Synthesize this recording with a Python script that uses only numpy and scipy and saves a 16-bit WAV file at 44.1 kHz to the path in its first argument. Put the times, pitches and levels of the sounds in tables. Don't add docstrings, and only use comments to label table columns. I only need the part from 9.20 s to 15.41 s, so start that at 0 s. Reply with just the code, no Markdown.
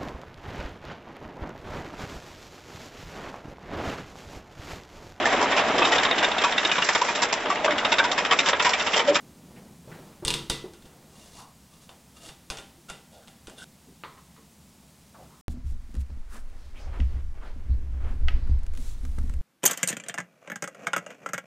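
import sys
import numpy as np
from scipy import signal
from scipy.fft import rfft, irfft, next_fast_len
from scipy.io import wavfile

SR = 44100
rng = np.random.default_rng(int(sys.argv[2]) if len(sys.argv) > 2 else 0)


def persist_wave(psi):
    counts = np.round(np.clip(psi, -1, 1) * 32767).astype(np.int16)
    wavfile.write(sys.argv[1], SR, np.atleast_2d(counts).T)


N = 273949
CUT_S = 4.443

# start in seconds, level in dB, pitch in Hz, low push in relative dB.
SEAL_SNAPS = [(1.0499, -14, 8660, -8.5), (1.0728, -20, 5500, -24), (1.0806, -9.5, 4470, -19),
              (1.1046, -11, 3460, -21.5), (1.1398, -11.5, 3600, -20.5), (1.2979, -22.5, 8800, -11),
              (1.2994, -8.5, 4070, -16)]
# start in seconds, level in dB, pitch in Hz, low push in relative dB.
THREAD_TICKS = [(1.5357, -39.5, 4200, -23), (2.6925, -37.5, 2870, -22), (3.091, -33, 3240, -13),
                (3.3016, -20.5, 5230, -12.5), (3.3718, -29.5, 5600, -20), (3.3862, -31.5, 2830, -13),
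                (3.6995, -26.5, 6850, -17.5), (4.0752, -42.5, 3600, -23), (4.0812, -40.5, 3720, -27),
                (4.271, -33, 3500, -12), (4.2975, -39, 7600, -15)]
# start in seconds, level in dB, pitch in Hz, low push in relative dB.
CAP_TAPS = [(4.8368, -30, 2390, -19.5), (4.9745, -46.5, 1500, -20), (5.1635, -47, 1400, -6.5)]
# fastest moment, rise and fall in seconds, rasp and hollow note in dB.
CAP_TURNS = [(2.02, 0.091, 0.15, -53, -65), (2.2, 0.069, .04, -47.5, -59),
             (2.546, .03, 0.038, -58.5, -65.5), (2.635, 0.027, .03, -56, -66),
             (2.976, 0.025, 0.018, -53.5, -60), (3.056, 0.042, 0.043, -45, -57),
             (3.693, 0.0056, 0.016, -44.5, -36.5), (3.936, .012, 0.065, -57.5, -66),
             (4.03, .01, 0.016, -63, -56), (4.39, 0.017, 0.038, -48.5, -51), (4.44, 0.026, 0.035, -48, -45)]
# time in seconds, pitch in Hz.
CAVITY_PITCH = [(2.2, 1104), (3.7, 1387), (4.44, 1499)]
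# start in seconds, level in dB, pitch in Hz, softness in seconds, thud in relative dB.
HAND_KNOCKS = [(.372, -44, 500, 0.0066, 13), (.675, -36, 515, 0.0017, 7.5), (.715, -35, 1430, .0007, -2),
               (1.024, -30.5, 700, 0.0013, -4.5), (1.440, -38, 720, 0.0053, 6.5),
               (2.691, -39, 710, .003, -21), (4.278, -35.5, 378, 0.0016, -7), (5.944, -38, 910, 0.0027, -5)]
# start in seconds, level in dB, pitch in Hz.
BOTTLE_PLUNKS = [(1.024, -33, 351), (1.31, -32.5, 341), (1.441, -28.5, 373), (1.463, -46, 434),
                 (3.580, -48, 346)]
# firmest moment, rise and fall in seconds, rub and low thud in dB.
PALM_GRIPS = [(.08, .2, 0.28, -55.5, -60), (.39, 0.13, 0.18, -51, -51), (.73, 0.069, 0.26, -45.5, -50),
              (1.68, 0.08, 0.42, -55, -59), (6.02, .07, .12, -53.5, -54)]
# fastest moment, rise and fall in seconds, level in dB, centre in Hz.
FINGER_SLIDES = [(.368, 0.009, 0.031, -56, 2020), (2.205, .025, 0.086, -50.5, 950),
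                 (3.96, 0.038, .08, -53.5, 616), (4.325, .015, 0.025, -55, 594),
                 (4.68, 0.011, 0.055, -55, 322), (6.005, 0.018, 0.054, -51.5, 620),
                 (6.12, .03, 0.097, -60.5, 1090)]

# pitch in Hz, level in dB, seconds to die away by 60 dB.
CAP_BOTTLE_MODES = [(966, -7.5, 0.44), (1998, -5.5, 0.55), (2804, 0, 0.27), (3270, -7, 0.23),
                    (3360, -6, 0.28), (3500, -9, 0.22), (3596, 3, 0.25), (3660, -2, 0.27), (4310, -30, .25),
                    (4550, -4.5, 0.18), (4960, -3.5, 0.22), (5320, -7, 0.15)]
LOOSE_CAP_MODES = [(789, 0, 0.43), (1403, 1, 0.31), (1512, 7, 0.076), (2680, -3, .25), (6370, -2, 0.16)]
CAP_TABLE_MODES = [(1046, -5, .3), (1306, 2, 0.33), (1940, 0, 0.18), (3040, 0, 0.19)]
STANDING_WAVES = [(140.7, 4, 0.44), (167, -8.5, 0.68), (259, -8, 0.41), (339, -4.5, 0.67),
                  (451.8, 2.5, 0.35), (520, -2, 0.33)]

# frequency in Hz, spectral level in dB.
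SNAP_COLOUR = [(100, -5), (400, -2.5), (650, -13.5), (1000, -5.5), (1700, -10.5), (2400, -8.5), (3500, -1),
               (5000, -8.5), (6500, -10), (9000, -9), (11500, -21), (15500, -36)]
TICK_COLOUR = [(100, -5), (450, 1), (900, 0.5), (1400, -4), (2100, -4), (3200, -0.5), (4200, -6),
               (6300, -7), (9500, -7), (12000, -21), (15500, -40)]
RASP_COLOUR = [(300, 1.5), (700, 0.5), (1400, -9), (2100, -7.5), (3300, -10), (4300, -3.5), (6500, -4.5),
               (10200, -8), (12500, -20), (15500, -34)]
TAP_COLOUR = [(120, -8), (500, -8), (750, -11), (1050, 5), (1350, -2), (1650, -9.5), (2000, -6),
              (2600, -14), (3200, -11.5), (4300, -12.5), (5600, -38), (11000, -45)]
SKIN_COLOUR = [(150, -4), (350, 2.5), (600, -2), (1150, -8.5), (1600, -14.5), (2200, -17.5), (3500, -19),
               (9000, -27)]
AIR_COLOUR = [(20, -11), (38, -38), (66, 3), (100, -9.5), (160, 0), (280, -12.5), (500, -16), (850, -16),
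              (1400, -22), (3000, -22.5), (8000, -22), (12000, -26.5), (13500, -28.5), (15500, -29)]

# frequency in Hz, seconds to die away by 60 dB.
ROOM_DECAY = [(100, 1), (300, 0.58), (800, 0.49), (2000, 0.45), (5000, 0.4), (9000, 0.29), (14000, 0.41)]
# delay in seconds, level in relative dB.
EARLY_ECHOES = [(.0058, -8.5), (.0094, -14), (0.0126, -15), (0.0196, -18)]


def seal_snaps():
    return clicks(SEAL_SNAPS, SNAP_COLOUR, CAP_BOTTLE_MODES, crack_db=-9, crack_t60=0.022,
                  ring_db=-28.5, room_db=-22.5, push_db=2.5, boom_db=-13.5)


def thread_ticks(crinkle_db=-45.5, crinkle_hz=3720, crinkle_push_db=-11):
    crinkles = [(s, crinkle_db, crinkle_hz, crinkle_push_db) for s in rng.uniform(1.58, 1.68, size=3)]
    modes = [*CAP_BOTTLE_MODES, *LOOSE_CAP_MODES]
    return clicks([*THREAD_TICKS, *crinkles], TICK_COLOUR, modes, crack_db=-8, crack_t60=0.027,
                  ring_db=-26, room_db=-18, push_db=7, boom_db=-16)


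def cap_scrape(rasp_db=-2, hollow_db=-3, room_db=-7):
    rasp, hollow = strokes(CAP_TURNS)
    shell = singing_shell()
    metal = amp(rasp_db) * rasp * (coloured(RASP_COLOUR, N) + shell)
    cavity = amp(hollow_db) * hollow * fuzzy_tone(curve(CAVITY_PITCH), width_hz=90)
    direct = (metal + cavity + rim_squeal()) * slips(depth_db=2, rate_hz=150)
    tail = reverberant(rng.standard_normal(SR), build_s=0.00079)
    return direct + amp(room_db) * signal.fftconvolve(direct, tail / np.linalg.norm(tail))[:N]


def singing_shell(damped_db=-11, free_db=1, skirt_db=-2, release_s=1.3):
    t = seconds(N)
    short_ring = ring(CAP_BOTTLE_MODES, seconds(SR)) * fade(seconds(SR), 0.013)
    shell = unit(signal.fftconvolve(band(3700, 0.51, N), short_ring)[:N])
    skirt_hz = CAP_BOTTLE_MODES[2][0]
    skirt = fuzzy_tone(np.full(N, skirt_hz), width_hz=29)
    contact = np.clip((CUT_S - t) / release_s, 0, 1)
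    shell_db = np.interp(t, [2.2, CUT_S], [damped_db, free_db])
    return amp(shell_db) * (shell + amp(skirt_db) * contact * skirt)


def rim_squeal(start_s=4.382, start_hz=9500, sag_hz_per_s=35000, level_db=-57.5):
    t = seconds(N)
    pitch_hz = start_hz - sag_hz_per_s * (np.clip(t, start_s, CUT_S) - start_s)
    return amp(level_db) * (t > start_s) * (t < CUT_S) * fuzzy_tone(pitch_hz, width_hz=380)


def table_taps():
    return clicks(CAP_TAPS, TAP_COLOUR, CAP_TABLE_MODES, crack_db=-7.5, crack_t60=0.09,
                  ring_db=-22.5, room_db=-13, push_db=-9, boom_db=-7)


def clicks(rows, colour, modes, crack_db, crack_t60, ring_db, room_db, push_db, boom_db):
    track, t = np.zeros(N), seconds(SR)
    spike_rise_s = 0.00016
    walls = coloured(colour, SR)
    for s, db, hz, low_db in rows:
        spike = np.sin(2 * np.pi * hz * t) * (t / spike_rise_s) * np.exp(1 - t / spike_rise_s)
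        direct = spike + amp(crack_db) * coloured(colour, SR) * fade(t, crack_t60)
        body = amp(ring_db) * ring(modes, t)
        tail = amp(room_db) * reverberant(unit(walls + 0.5 * coloured(colour, SR)), build_s=0.0043)
        push = amp(push_db) * np.sin(2 * np.pi * 40 * t) * fade(t, 0.044)
        boom = amp(boom_db) * ring(STANDING_WAVES, t) * attack(t, 0.017)
        add(track, s, amp(db) * (direct + body + tail + amp(low_db) * (push + boom)))
        for delay_s, echo_db in EARLY_ECHOES:
            add(track, s + delay_s, amp(db + echo_db) * direct)
    return track


def hand_knocks(octaves=0.63, hit_db=-8, room_db=-15, thud_db=-6):
    track, t = np.zeros(N), seconds(SR)
    for s, db, hz, soft_s, low_db in HAND_KNOCKS:
        hit = amp(hit_db) * band(hz, octaves, SR) * fade(t, t60=0.045 + 14 * soft_s)
        tail = amp(room_db) * reverberant(band(hz, octaves, SR), build_s=0.0017)
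        thud = amp(thud_db + low_db) * band(156, 0.29, SR) * fade(t, t60=0.11)
        add(track, s, amp(db) * (hit + tail + thud) * attack(t, soft_s))
    return track


def bottle_plunks(room_db=-17):
    track, t = np.zeros(N), seconds(SR)
    for s, db, hz in BOTTLE_PLUNKS:
        note = np.sin(2 * np.pi * hz * t) * fade(t, t60=0.11) * attack(t, 0.00097)
        tail = amp(room_db) * reverberant(band(hz, 0.29, SR), build_s=0.0039)
        add(track, s, amp(db) * (note + tail))
    return track


def hand_rubs(rub_db=-3, slide_octaves=0.37):
    rub, thud = strokes(PALM_GRIPS)
    palms = amp(rub_db) * rub * coloured(SKIN_COLOUR, N) + thud * band(150, 0.38, N)
    fingers = sum(amp(db) * swell(s, rise_s, fall_s) * band(hz, slide_octaves, N)
                  for s, rise_s, fall_s, db, hz in FINGER_SLIDES)
    return (palms + fingers) * slips(depth_db=1, rate_hz=32)


def room_tone(air_db=-56, settled_db=-61.5, early_boost_db=7.5, settle_s=1.23, drift_hz=1.5):
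    drift_db = 0.46 * noise(lambda hz: 1 / (1 + (hz / drift_hz) ** 4), N)
    murmur_db = settled_db + early_boost_db * swell(0, settle_s, settle_s) + drift_db
    return amp(air_db) * coloured(AIR_COLOUR, N) + amp(murmur_db) * band(191.7, 0.45, N)


def reverberant(x, build_s):
    hz, t, spectrum = signal.stft(x, SR, nperseg=256)
    decay = fade(t, along(ROOM_DECAY, hz)[:, None])
    _, tail = signal.istft(spectrum * decay, SR, nperseg=256)
    return tail[:len(x)] * attack(seconds(len(x)), build_s)


def ring(modes, t):
    strengths = amp(2 * rng.standard_normal(len(modes)))
    return sum(gain * amp(db) * fade(t, t60) * np.sin(2 * np.pi * (hz * t + rng.random()))
               for gain, (hz, db, t60) in zip(strengths, modes))


def fuzzy_tone(pitch_hz, width_hz):
    flutter = noise(lambda hz: 1 / (1 + (hz / width_hz) ** 2), N)
    return unit(flutter * np.sin(2 * np.pi * np.cumsum(pitch_hz) / SR))


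def slips(depth_db, rate_hz):
    return unit(amp(depth_db * noise(lambda hz: 1 / (1 + (hz / rate_hz) ** 2), N)))


def strokes(rows):
    return np.sqrt(sum(np.outer(amp(levels), swell(s, rise_s, fall_s)) ** 2
                       for s, rise_s, fall_s, *levels in rows))


def swell(s, rise_s, fall_s):
    t = seconds(N) - s
    return np.exp(-np.minimum((t / np.where(t < 0, rise_s, fall_s)) ** 2, 20))


def attack(t, rise_s):
    return 1 - np.exp(-t / rise_s)


def fade(t, t60):
    return np.exp(-np.log(1000) * t / t60)


def noise(gain, size):
    m = next_fast_len(size)
    spectrum = rfft(rng.standard_normal(m)) * gain(np.fft.rfftfreq(m, 1 / SR))
    return unit(irfft(spectrum, m)[:size])


def coloured(points, size):
    return noise(lambda hz: amp(along(points, hz)), size)


def band(centre_hz, octaves, size):
    return noise(lambda hz: 1 / (1 + np.abs(np.log2((hz + 1) / centre_hz) / octaves) ** 6) ** 0.5, size)


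def along(points, hz):
    freqs, values = np.transpose(points)
    return np.interp(np.log(hz + 1), np.log(freqs), values)


def curve(points):
    return np.interp(seconds(N), *np.transpose(points))


def amp(db):
    return 10 ** (np.asarray(db) / 20)


def unit(x):
    return x / np.sqrt(np.mean(x ** 2) + 1e-20)


def seconds(size):
    return np.arange(size) / SR


def add(track, s, x):
    part = track[round(s * SR):][:len(x)]
    part += x[:len(part)]


def scene():
    unscrewing = (seal_snaps() + thread_ticks() + cap_scrape()) * (seconds(N) < CUT_S)
    mono = unscrewing + table_taps() + hand_knocks() + bottle_plunks() + hand_rubs() + room_tone()
    return np.array([mono, mono])


def record(dry, top_hz=15900):
    m = next_fast_len(N + SR // 2)
    return irfft(rfft(dry, m) * (np.fft.rfftfreq(m, 1 / SR) < top_hz), m)[:, :N]


dry = scene()
out = record(dry)
persist_wave(out)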